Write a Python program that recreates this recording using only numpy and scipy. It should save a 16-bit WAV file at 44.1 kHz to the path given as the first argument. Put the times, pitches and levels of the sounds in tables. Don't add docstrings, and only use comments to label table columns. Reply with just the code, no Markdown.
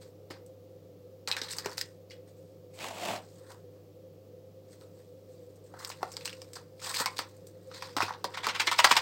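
import sys
import numpy as np
from scipy import signal
from scipy.fft import rfft, irfft, next_fast_len
from scipy.io import wavfile
from scipy.ndimage import uniform_filter1d, map_coordinates

SR = 44100
rng = np.random.default_rng(int(sys.argv[2]) if len(sys.argv) > 2 else 0)


def ratio_of_db(decibels):
    return 10 ** (np.asarray(decibels, float) / 20)


def master_out(mix):
    frames = np.transpose(np.atleast_2d(mix))
    ceiling = np.clip(frames, -1, 1)
    pcm = np.round(ceiling * 32767).astype(np.int16)
    wavfile.write(sys.argv[1], SR, pcm)


N = 397341

# (centre [Hz], width [Hz], level [dB])
WALL_MODES = [(807, 420, 0), (1050, 240, 5.5), (1237, 180, 3), (1390, 180, 2), (1639, 340, -2),
              (1926, 213, -3), (2130, 69, -9.5)]
# (frequency [Hz], level [dB per Hz])
GRIT_SPECTRUM = [(700, -54), (1500, -14.5), (2200, -12), (3000, -15), (4200, -8), (5000, -7.5),
                 (6200, -17.5), (9000, -31.5), (14000, -47)]
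# (frequency [Hz], level [dB per Hz])
LOAD_SPECTRUM = [(700, -10.5), (1400, -7.5), (2100, 4), (2900, -1.5), (4200, -2), (5200, -6), (6500, -11.5),
                 (9000, -17.5), (14000, -84)]
# (frequency [Hz], level [dB per Hz])
SAND_SPECTRUM = [(3000, -32), (6000, 4), (7400, 7), (8400, 10), (9600, -4.5), (12000, -3), (15500, -3.5),
                 (20000, 9.5)]


def soil():
    impacts = patchy(grains(spread_db=3.2, clump_db=2.2, count=4), depth_db=2.4)
    showers, cracks, rings = clods()
    slump = shakes()
    force = np.hypot(stream(), showers) * impacts[:3] + cracks
    walls = filtered(force[0] + slump[0] * impacts[0], modes(WALL_MODES))
    grit = signal.fftconvolve(force[1], causal(GRIT_SPECTRUM))[:N]
    load = signal.fftconvolve(slump[1] * impacts[3], causal(LOAD_SPECTRUM))[:N]
    sand = signal.fftconvolve(force[2] + slump[2] * impacts[2], causal(SAND_SPECTRUM))[:N]
    stiff_hz = 740
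    box = filtered(ratio_of_db(-3.0) * walls + rings + pebbles(),
                   lambda f: -f * f / (stiff_hz ** 2 - f * f + 1.3j * f * stiff_hz))
    return box + ratio_of_db(-3.5) * grit + ratio_of_db(0.06) * load + ratio_of_db(7.5) * sand


def grains(spread_db, clump_db, count):
    sizes = ratio_of_db(spread_db * np.minimum(rng.exponential(size=N), 7))
    clumps = slow_noise(200)
    return unit(rng.standard_normal((count, N)) * sizes * ratio_of_db(clump_db * clumps))


def patchy(x, depth_db):
    z = signal.stft(x, nperseg=256)[2]
    field = uniform_filter1d(rng.standard_normal(z.shape), size=4, axis=-2)
    field = uniform_filter1d(field, size=8, axis=-1)
    return unit(signal.istft(z * ratio_of_db(depth_db * unit(field)), nperseg=256)[1][..., :N])


# (peak time [s], grit level [dB], 20 dB rise [s], 20 dB fall [s], wall drumming [dB re grit])
SLIDES = [(.306, -70, -0.14, 0.1, 15), (1.3, -52.5, -0.44, 0.17, 9.5), (1.522, -37, -0.01, 0.0265, -17.5),
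          (1.718, -59.5, 0.24, 0, 13), (1.88, -66, 1.5, -0.97, -54), (2.09, -74.5, -1, 0.1, -10),
          (2.39, -80, -1.5, -0.5, 1), (5.826, -55.5, 0.09, 0.07, 10), (5.922, -65, -0.5, -1.4, -5),
          (6.046, -69, -1.8, 0.9, -6), (6.3, -61.5, 3, 0.28, -3), (6.446, -65, -1.9, -0.04, -21),
          (6.62, -74, -1.5, -1.5, -2), (6.848, -39.5, 0.04, 0.234, -5), (6.984, -46, -0.03, 0.09, -2),
          (7.015, -35.5, 0.05, 0.017, -3), (7.078, -52, -0.15, -0.26, 17), (7.165, -51, -0.3, 0.05, -12),
          (7.204, -71, -1.9, 1, -2.5), (7.274, -73, -1.7, -0.5, -27)]
# (peak time [s], grit level [dB], rise [s], fall [s], wall drumming [dB re grit])
RATTLES = [(7.756, -49.5, 0.053, 0.19, -10), (7.892, -56, 0.16, 0.061, -4), (8.03, -46, 0.046, 0.084, -13),
           (8.33, -57, 0.17, 0.14, 2), (8.666, -39.5, .015, .02, -4), (8.415, -60.5, 0.045, 0.036, 6),
           (8.785, -26, 0.0096, 0.022, -8), (8.905, -37.5, 0.027, 0.018, -16), (8.96, -39.5, 0.018, .02, 9),
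           (8.468, -75, .15, 0.21, -15), (8.616, -52, 0.11, 0.34, -34), (8.842, -40.5, 0.099, 0.52, -47)]
# (peak time [s], grit level [dB], rise [s], fall [s], wall drumming [dB re grit])
SIFTING = [(.015, -58, 0.0076, 0.082, -4), (7.012, -49, .02, 0.032, 12), (2.276, -64, 0.006, 0.059, -6),
           (2.362, -72, 0.0071, 0.27, -18), (2.745, -60, 0.021, 0.15, -19), (3.22, -66, .02, 0.11, -4),
           (3.364, -66, 0.12, 0.067, -10), (3.4, -71.5, 0.061, 0.13, 5), (3.514, -56.5, 0.052, 0.038, 9),
           (3.58, -74, 0.11, 0.087, -2), (3.756, -79.5, 0.09, 0.079, 11), (4.73, -64.5, 0.075, 0.11, -7),
           (4.812, -65.5, 0.0088, 0.081, -5), (4.985, -69, 0.062, 0.092, 0), (5.44, -85, 0.038, 0.1, -26),
           (5.325, -69.5, 0.065, 0.2, -9), (5.1, -81, 0.23, 0.55, -30), (5.566, -83, 0.16, 0.06, 4),
           (5.666, -66.5, 0.022, 0.057, -13)]


def stream():
    rate = SR // 20
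    crest = 0.18
    gains = np.zeros((3, N // 20 + 2 * rate))
    t = np.arange(-rate // 2, rate) / rate
    for rows, sand_db in ((SLIDES, -8.5), (RATTLES, -16.5), (SIFTING, -6.5)):
        for s, db, rise, fall, wall_db in rows:
            distance = np.maximum(-t / max(rise, .003), t / max(fall, .003))
            surge = ratio_of_db(db + 20 * crest - 20 * np.hypot(crest, distance))
            gains[:, round(s * rate):][:, :len(t)] += ratio_of_db([[wall_db], [0], [sand_db]]) * surge
    steps = np.repeat(gains[:, rate // 2:], 20, axis=1)
    return uniform_filter1d(steps, size=20, axis=1)[:, :N]


# (time [s], peak level [dB], rise [s], T60 [s])
SHAKES = [(8.343, -38.5, 0.023, 0.087), (8.373, -33, .005, 0.086), (8.435, -27, 0.015, 0.15),
          (8.486, -25, 0.0088, 0.09), (8.556, -29.5, 0.03, 0.063), (8.598, -18.5, 0.0072, 0.077),
          (8.6715, -19, 0.0055, 0.072), (8.7167, -19, 0.003, 0.081), (8.791, -13, 0.011, 0.051),
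          (8.8432, -13.5, 0.0012, 0.075), (8.9128, -12, 0.015, 0.044), (8.965, -13, 0.003, 0.068)]


def shakes():
    t = np.arange(SR // 4) / SR - .02
    gains = np.zeros((3, N + SR))
    for s, db, rise, t60 in SHAKES:
        wall_db, sand_db = -1.5, 0.35 * db - 14.5
        start = round((s + t[0]) * SR)
        after = np.maximum(t + 0.52 * rise, 0)
        settle = ratio_of_db(-60 * (after / max(t60, .02)) ** 1.23)
        swell = (1 - np.exp(-(after / max(rise, .0005)) ** 2)) * settle
        slide = ratio_of_db(-17.0 - 1200 * abs(t))
        share = ratio_of_db(db - 6.0 + np.array([[wall_db], [0], [sand_db]]))
        gains[:, start:start + len(t)] += share * (swell / swell.max() + slide)
    return gains[:, :N]


def clods():
    t = np.arange(SR // 4) / SR
    showers, cracks, rings = np.zeros((3, N + SR)), np.zeros((3, N + SR)), np.zeros(N + SR)
    for s, db, wall_db, sand_db, hz, t60 in strikes():
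        at = slice(round(s * SR), round(s * SR) + len(t))
        share = ratio_of_db(db + np.array([[wall_db], [0], [sand_db]]))
        life = max(t60, .01) * np.array([[1.2], [1.01], [.8]])
        shower = ratio_of_db(-13.0 - 40 * t / life) / (1 + t / 0.024)
        crack = (ratio_of_db(-60 * t / .002) + ratio_of_db(-13 - 60 * t / 0.025)) * rng.standard_normal(len(t))
        crack[0] = 3.2
        crack *= ratio_of_db(14.0 - 63.0 * t60) / np.linalg.norm(crack)
        showers[:, at] += share * shower
        cracks[:, at] += share * crack
        crumbs = crack + 0.43 * shower[1] * rng.standard_normal(len(t))
        ring = ratio_of_db(-t[:400] * (2 * hz + 4000)) * np.sin(2 * np.pi * hz * t[:400])
        ring /= np.linalg.norm(ring)
        rings[at] += ratio_of_db(db + max(wall_db, 0) + 1.5) * np.convolve(crumbs, ring)[:len(t)]
    return showers[:, :N], cracks[:, :N], rings[:N]


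# (time [s], peak level [dB], wall knock [dB re peak], ring [Hz], shower T60 [s])
CRUMBLING = [(.3027, -35, 0.5, 715, 0.23), (0.3083, -34, -40, 2100, 0.19), (1.275, -20, -3.5, 4170, 0.2),
             (1.3146, -19, -30.5, 4000, 0.033), (1.3249, -24, -9, 3960, 0.068),
             (1.3664, -18.5, -7, 1750, 0.18), (1.416, -23, -16, 3780, 0.11), (1.4344, -29, -10, 4080, 0.44),
             (1.4845, -28.5, -21, 4000, 0.24), (1.499, -36, -13, 4750, 0.22),
             (1.507, -26.5, -32.5, 5070, 0.25), (1.5848, -24.5, -8, 4700, 0.09),
             (1.6465, -37, -4, 1880, 0.05), (1.6591, -20, -7, 1010, 0.055), (1.7145, -36, 2, 4460, 0.27),
             (1.7723, -29.5, -19, 5350, 0.44), (1.7801, -27.5, -8, 4860, 0.12),
             (1.8127, -22, -23, 4900, 0.036), (2.107, -35.5, -30, 2040, 0.23), (2.108, -47, -30, 3200, .2),
             (2.113, -53, -30, 5300, .1), (2.805, -31, -19, 2380, 0.15), (3.1604, -31.5, -1, 677, 0.088),
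             (3.497, -45, -1, 940, 0.08)]
SPREADING = [(4.811, -53.5, 4.5, 1250, .45), (5.739, -57.5, 24, 786, 0.09), (5.7903, -40.5, -3, 5100, 0.43),
             (5.8483, -30.5, -23, 5200, 0.03), (5.901, -27, -12, 980, 0.057), (5.9166, -31, -3, 2820, 0.1),
             (6.008, -63, 20, 945, 0.061), (6.0296, -30, 11.5, 770, 0.034), (6.118, -35.5, -15, 5440, 0.17),
             (6.1383, -45, -9, 5140, 0.071), (6.1678, -28.5, -1.5, 4740, 0.04),
             (6.209, -36.5, -25, 2540, 0.22), (6.2505, -32.5, -2, 4950, 0.18),
             (6.2558, -25.5, -8, 4570, 0.077), (6.277, -27.5, -33, 2760, 0.047),
             (6.295, -32, -25, 3640, 0.06), (6.329, -35, -24, 2820, 0.082), (6.418, -38, -4.5, 5040, 0.065),
             (6.5335, -35, -26, 5000, 0.079), (6.555, -31.5, 2, 4770, 0.22)]
PATTING = [(6.796, -42, -17, 2310, 0.24), (6.8164, -34, -1, 1340, 0.28), (6.84, -32, -11, 3780, 0.19),
           (6.8682, -29, 2, 4940, 0.18), (6.9012, -31, 1.5, 1390, 0.11), (6.9422, -19, -21, 4400, 0.23),
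           (6.9627, -20, -6, 4300, 0.14), (7.0, -25, -3, 1230, 0.097), (7.0196, -32, -1, 1230, 0.08),
           (7.0592, -15.5, -45, 1060, 0.11), (7.1695, -31, -28, 4130, 0.071), (7.182, -28, -7, 4480, 0.14),
           (7.1902, -20, -3.5, 1050, 0.15), (7.2876, -62, -10, 1080, 0.077)]
LIFTING = [(7.7147, -37.5, -4, 1390, 0.1), (7.74, -32, -0.5, 3880, 0.44), (7.823, -24, 1, 1050, 0.11),
           (7.9658, -13, -17, 1010, 0.19), (8.0045, -21, 8, 1110, 0.071), (8.0132, -25.5, 6.5, 1050, 0.058),
           (8.022, -17, -25, 2490, 0.2), (8.081, -28.5, 9, 1120, 0.2), (8.1067, -48, 21, 960, 0.023),
           (8.127, -40, -15, 3900, .03), (8.138, -40, 7.5, 3800, 0.1), (8.2454, -18.5, -11, 990, 0.077),
           (8.468, -19, -26, 1050, 0.053), (8.6, -19, -18, 2270, 0.14), (8.7155, -16.5, -19, 920, 0.13),
           (8.8437, -3, -2, 1120, 0.084), (8.9676, -15, -15, 1130, 0.019)]
DRYNESS = (0.42, 0.5, 2, 1.6)
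# (ring [Hz], level [dB re peak])
SAND_BY_RING = [(800, -17.5), (2500, -18.5), (4000, -14.5), (4700, -6), (5300, -3.5)]
# (time [s], peak level [dB])
SPECKS = [(.463, -59), (1.566, -44), (1.695, -54), (1.73, -52), (2.9467, -51), (5.558, -62), (5.64, -68),
          (5.874, -46), (5.893, -43.5), (6.19, -60), (7.288, -61), (7.342, -70), (7.366, -62),
          (7.4691, -50), (7.631, -69), (7.673, -63)]


def strikes():
    rows = []
    for table, dry_db in zip((CRUMBLING, SPREADING, PATTING, LIFTING), DRYNESS):
        for s, db, wall_db, hz, t60 in table:
            sand_db = along(SAND_BY_RING, hz) + dry_db - max(wall_db, 0)
            rows.append((s, db, wall_db, sand_db, hz, t60))
    return rows + [(s, db, -41, 8, 4570, 0.12) for s, db in SPECKS]


# (time [s], peak level [dB], click [Hz], wall knock [dB re peak])
PEBBLES = [(1.2755, -22, 4500, -18), (1.3245, -25, 4000, -21), (1.367, -19.5, 1820, -12),
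           (1.535, -29, 1980, -12), (1.6595, -20, 680, -4), (1.7805, -24.5, 1750, -9),
           (1.8122, -18, 4950, -26), (2.1005, -49, 4600, -20), (2.79, -31, 3800, -20),
           (2.887, -26, 6500, -20), (3.052, -22.5, 3660, -8), (4.812, -42, 4100, -15),
           (5.74, -44, 1500, -2), (5.903, -36, 1100, -10), (6.0305, -22, 744, 5), (6.943, -22.5, 2200, -15),
           (7.0595, -9.5, 4800, -18), (7.0615, -20, 2100, -8), (7.1903, -12, 3900, 1.5),
           (7.8235, -28, 2320, -12), (7.9677, -16.5, 3900, -11), (7.983, -26.5, 1300, 17),
           (8.012, -22.5, 3570, -5), (8.028, -17.5, 1410, 1), (8.032, -29, 4200, -4),
           (8.0755, -40, 7000, -18), (8.094, -32, 1400, -6), (8.2432, -16.5, 4330, -20),
           (8.3739, -24, 1360, 8), (8.453, -40, 2220, -20), (8.4685, -13, 4520, -0.5),
           (8.488, -23, 2200, 7), (8.498, -25.5, 1120, 6), (8.563, -25, 3000, -5), (8.607, -15.5, 2130, 2),
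           (8.62, -21, 5930, -15), (8.626, -36, 4400, -12), (8.6715, -13, 4250, -10),
           (8.7144, -14.5, 3500, -6), (8.723, -20, 1250, 3), (8.73, -23, 2100, -1), (8.79, -7.5, 4220, 2),
           (8.796, -29, 1890, -5), (8.805, -14, 1100, 3), (8.8435, -5, 5050, 7.5), (8.8459, -7.5, 1820, 6),
           (8.849, -22, 4600, 9), (8.856, -8.5, 1190, 0), (8.9127, -13, 1050, -19), (8.918, -5.5, 4200, 0),
           (8.9676, -12.5, 3500, 3), (8.973, -26, 4500, -8)]


def pebbles():
    clicks, knocks = np.zeros(N + SR), np.zeros(N + SR)
    t = np.arange(SR // 50) / SR
    for s, db, hz, wall_db in PEBBLES:
        click = ratio_of_db(-30 * t * hz / 3.8) * np.cos(2 * np.pi * hz * t)
        grit = ratio_of_db(-32.5 - 60 * t / 0.0064) * rng.standard_normal(len(t))
        clicks[round(s * SR):][:len(t)] += ratio_of_db(db) * (click + grit)
        knocks[round(s * SR)] -= ratio_of_db(db + wall_db + 3.5)
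    return clicks[:N] + filtered(knocks[:N], modes(WALL_MODES))


# (time [s], crunch level [dB])
DIGGING = [
    (2.7, -83),
    (2.824, -42),
    (2.914, -47),
    (2.93, -51.5),
    (3.018, -43),
    (3.094, -38.5),
    (3.158, -44),
    (3.224, -69.5),
    (3.28, -88),
]
# (frequency [Hz], level [dB per Hz])
CRUNCH_SPECTRUM = [(530, -52), (900, 0), (1510, -9), (2330, -3), (2930, -4), (6180, -13.5), (7860, -10.5),
                   (10000, -21.5), (15100, -23), (16000, -16)]
# (centre [Hz], width [Hz], level [dB])
POT_MODES = [(189, 58, -2.5), (307, 220, -7), (650, 120, 2), (800, 393, -6.5)]


def digging():
    fade, (crunch_db,) = curves(DIGGING)
    pot_db = 2.5 + 19 * np.clip(np.arange(N) / SR - 3.0, -1, 1)
    crunch, drum = fade * ratio_of_db(crunch_db) * grains(spread_db=2.4, clump_db=1.9, count=2)
    crunch = signal.fftconvolve(crunch, causal(CRUNCH_SPECTRUM))[:N]
    return crunch + filtered(ratio_of_db(pot_db) * drum, modes(POT_MODES))


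# (time [s], peak level
# [dB], pitch [Hz], T60 [s])
TAPS = [(1.302, -36, 1660, 0.034), (1.325, -32, 2550, 0.057), (1.4165, -27, 5600, 0.014),
        (1.4355, -35, 4030, 0.012), (1.4835, -41, 4500, 0.0092), (1.508, -31, 4270, 0.019),
        (1.515, -30, 7660, 0.014), (1.524, -31, 4830, 0.014), (1.535, -32, 5330, .01),
        (1.568, -44, 4800, 0.017), (1.646, -36, 4800, .01), (1.6595, -28, 4970, 0.013),
        (1.694, -40, 5300, .015), (1.7035, -37, 5200, .015), (1.73, -38, 4800, 0.013),
        (1.78, -23.5, 4900, .015), (1.8126, -31, 1920, 0.016), (2.1, -44, 4600, .02),
        (2.107, -53, 5350, .05), (2.115, -53, 2930, 0.13), (2.275, -68, 1970, 0.087),
        (2.806, -34, 5300, .01), (4.816, -65, 1290, .25), (5.791, -45, 5030, 0.037),
        (6.018, -34, 950, 0.016), (6.03, -21.5, 763, 0.023), (6.139, -42, 5160, .02),
        (6.558, -35, 4780, .02), (6.87, -35, 4930, .02), (6.871, -32, 3350, .02), (6.901, -38, 5040, 0.014),
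        (6.9664, -27.5, 4190, 0.026), (7.001, -26.5, 3660, .02), (7.0605, -21, 1016, 0.034),
        (7.063, -31, 2196, 0.068), (7.075, -36, 1033, 0.063),
        (7.9661, -14, 946, 0.019), (7.974, -23, 880, 0.026), (8.0154, -19, 1090, 0.024),
         (8.107, -24, 940, .02), (8.2431, -20, 970, 0.023), (8.4685, -18, 1007, 0.047),
         (8.679, -31, 1050, 0.025), (8.7155, -26.5, 965, 0.042), (8.724, -21, 1084, .03),
         (8.7921, -18, 962, .06), (8.8437, -12, 1970, 0.027), (8.9123, -18.5, 1050, .05),
         (8.9227, -21, 1010, 0.043), (8.968, -18.5, 988, 0.047)]


def taps():
    out, t = np.zeros(N + SR), np.arange(SR // 8) / SR
    attack = 1 - np.exp(-t / 0.00044)
    for s, db, hz, t60 in TAPS:
        pair = np.sin(2 * np.pi * hz * t) + ratio_of_db(-8) * np.sin(2 * np.pi * 1.13 * hz * t)
        wander = uniform_filter1d(rng.standard_normal(len(t)), size=int(3 * SR / hz))
        rough = 1 + .6 * unit(wander)
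        out[round(s * SR):][:len(t)] += ratio_of_db(db - 60 * t / max(t60, .004)) * attack * pair * rough
    return out[:N]


# (time [s], peak level [dB], pitch [Hz])
THUMPS = [(0.304, -36.5, 303), (1.275, -38.5, 510), (1.415, -39.5, 460), (1.656, -30, 408),
          (6.027, -37, 383), (7.189, -34.5, 508), (7.966, -31, 298), (8.027, -30.5, 320), (7.003, -32, 513),
          (8.2435, -33.5, 555), (8.467, -30, 436), (8.844, -31.5, 386), (8.913, -33, 296),
          (8.672, -35, 338)]


def thumps():
    out, t = np.zeros(N + SR), np.arange(SR // 8) / SR
    for s, db, hz in THUMPS:
        puff = uniform_filter1d(rng.standard_normal(len(t)), size=40) * 4.9
        push = (np.sin(2 * np.pi * hz * t) + puff) * (1 - np.exp(-t / 0.00026))
        out[round((s + .002) * SR):][:len(t)] += ratio_of_db(db + 2.0 - 60 * t / 0.061) * push
    return out[:N]


# (time [s], peak level [dB], pitch [Hz])
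BUMPS = [
    (3.119, -45.5, 105),
    (7.98, -62, 99),
    (8.04, -48, 100),
]


def counter():
    t = np.arange(N) / SR
    return sum(ratio_of_db(db) * np.exp(-((t - s) / 0.035) ** 2) * np.sin(2 * np.pi * hz * t) for s, db, hz in BUMPS)


# (frequency [Hz], T60 [s])
ROOM_DECAY = [(300, 0.33), (2000, 0.24), (10000, 0.051)]


def room(x):
    hz, t, z = signal.stft(rng.standard_normal(SR // 2), SR, nperseg=256)
    tail = signal.istft(z * ratio_of_db(-60 * t / along(ROOM_DECAY, hz)[:, None]), SR, nperseg=256)[1]
    return signal.fftconvolve(np.pad(x, (200, 0)), tail / np.linalg.norm(tail))[:N]


# (centre [Hz], width [Hz], rms level [dB])
HUM = [(100, 1.5, -58.5), (166.3, 24, -64), (304, 15.8, -68), (491.5, 7.9, -59.5), (520.2, 13.2, -57.5),
       (1223, 160, -83)]
# (frequency [Hz], level [dB per Hz])
AIR = [(15, -41), (40, -27), (80, -16.5), (125, -12), (240, -14.5), (420, -5.5), (600, -13.5), (850, -26),
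       (1300, -37), (5000, -35.5), (8500, -42), (10000, -46), (13000, -39), (16500, -36)]


def hum():
    t = np.arange(N) / SR
    (mains_hz, _, mains_db), *casing = HUM
    mains_gain = np.sqrt(2) * ratio_of_db(mains_db + 0.88 * slow_noise(2000))
    out = mains_gain * np.sin(2 * np.pi * mains_hz * t)
    for hz, width, db in casing:
        band = filtered(rng.standard_normal(N), lambda f: 1 / (1 + ((f - hz) / width) ** 4))
        out += ratio_of_db(db) * unit(band)
    air = filtered(rng.standard_normal(N), lambda f: ratio_of_db(along(AIR, f)))
    return out + ratio_of_db(-58) * unit(air)


def unit(x):
    return x / np.sqrt(np.mean(x ** 2) + 1e-20)


def slow_noise(step):
    return map_coordinates(rng.standard_normal(N // step + 4), [np.arange(N) / step])


def along(points, hz):
    f, v = np.transpose(points)
    return np.interp(np.log(hz + 1), np.log(f + 1), v)


def curves(rows):
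    t = np.arange(N) / SR
    s, *cols = np.transpose(rows)
    fade = np.clip(np.minimum(t - s[0] + .001, s[-1] - t) / 0.013, 0, 1)
    return fade, [np.interp(t, s, v) for v in cols]


def filtered(x, response):
    m = next_fast_len(N + SR // 2)
    return irfft(rfft(x, m) * response(np.fft.rfftfreq(m, 1 / SR)), m)[..., :N]


def causal(points, size=2048):
    level_db = np.maximum(along(points, np.fft.rfftfreq(size, 1 / SR)), -40)
    cep = irfft(np.log(ratio_of_db(level_db)), size)
    cep[1:size // 2] *= 2
    cep[size // 2 + 1:] = 0
    h = irfft(np.exp(rfft(cep)), size)
    return h / np.linalg.norm(h)


def modes(table):
    def shape(f):
        total = 0
        for k, (centre, width, db) in enumerate(table):
            damping = 1j * f * width
            total = total + (-1) ** k * ratio_of_db(db) * damping / (centre * centre - f * f + damping)
        return total
    scale = np.sqrt(np.mean(abs(shape(np.linspace(1, SR / 2, 4000))) ** 2))
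    return lambda f: shape(f) / scale


def scene():
    near = soil() + digging() + thumps() + taps()
    near = filtered(near, lambda f: (1j * f / (163 + 1j * f)) ** 3)
    return (near + ratio_of_db(-13) * room(near) + counter() + hum())[None]


def top_cut(x):
    return signal.sosfilt(signal.butter(12, 16810, fs=SR, output="sos"), x)


def record(dry):
    return top_cut(filtered(dry, lambda hz: hz < 15900))


dry = scene()
out = record(dry)
master_out(out)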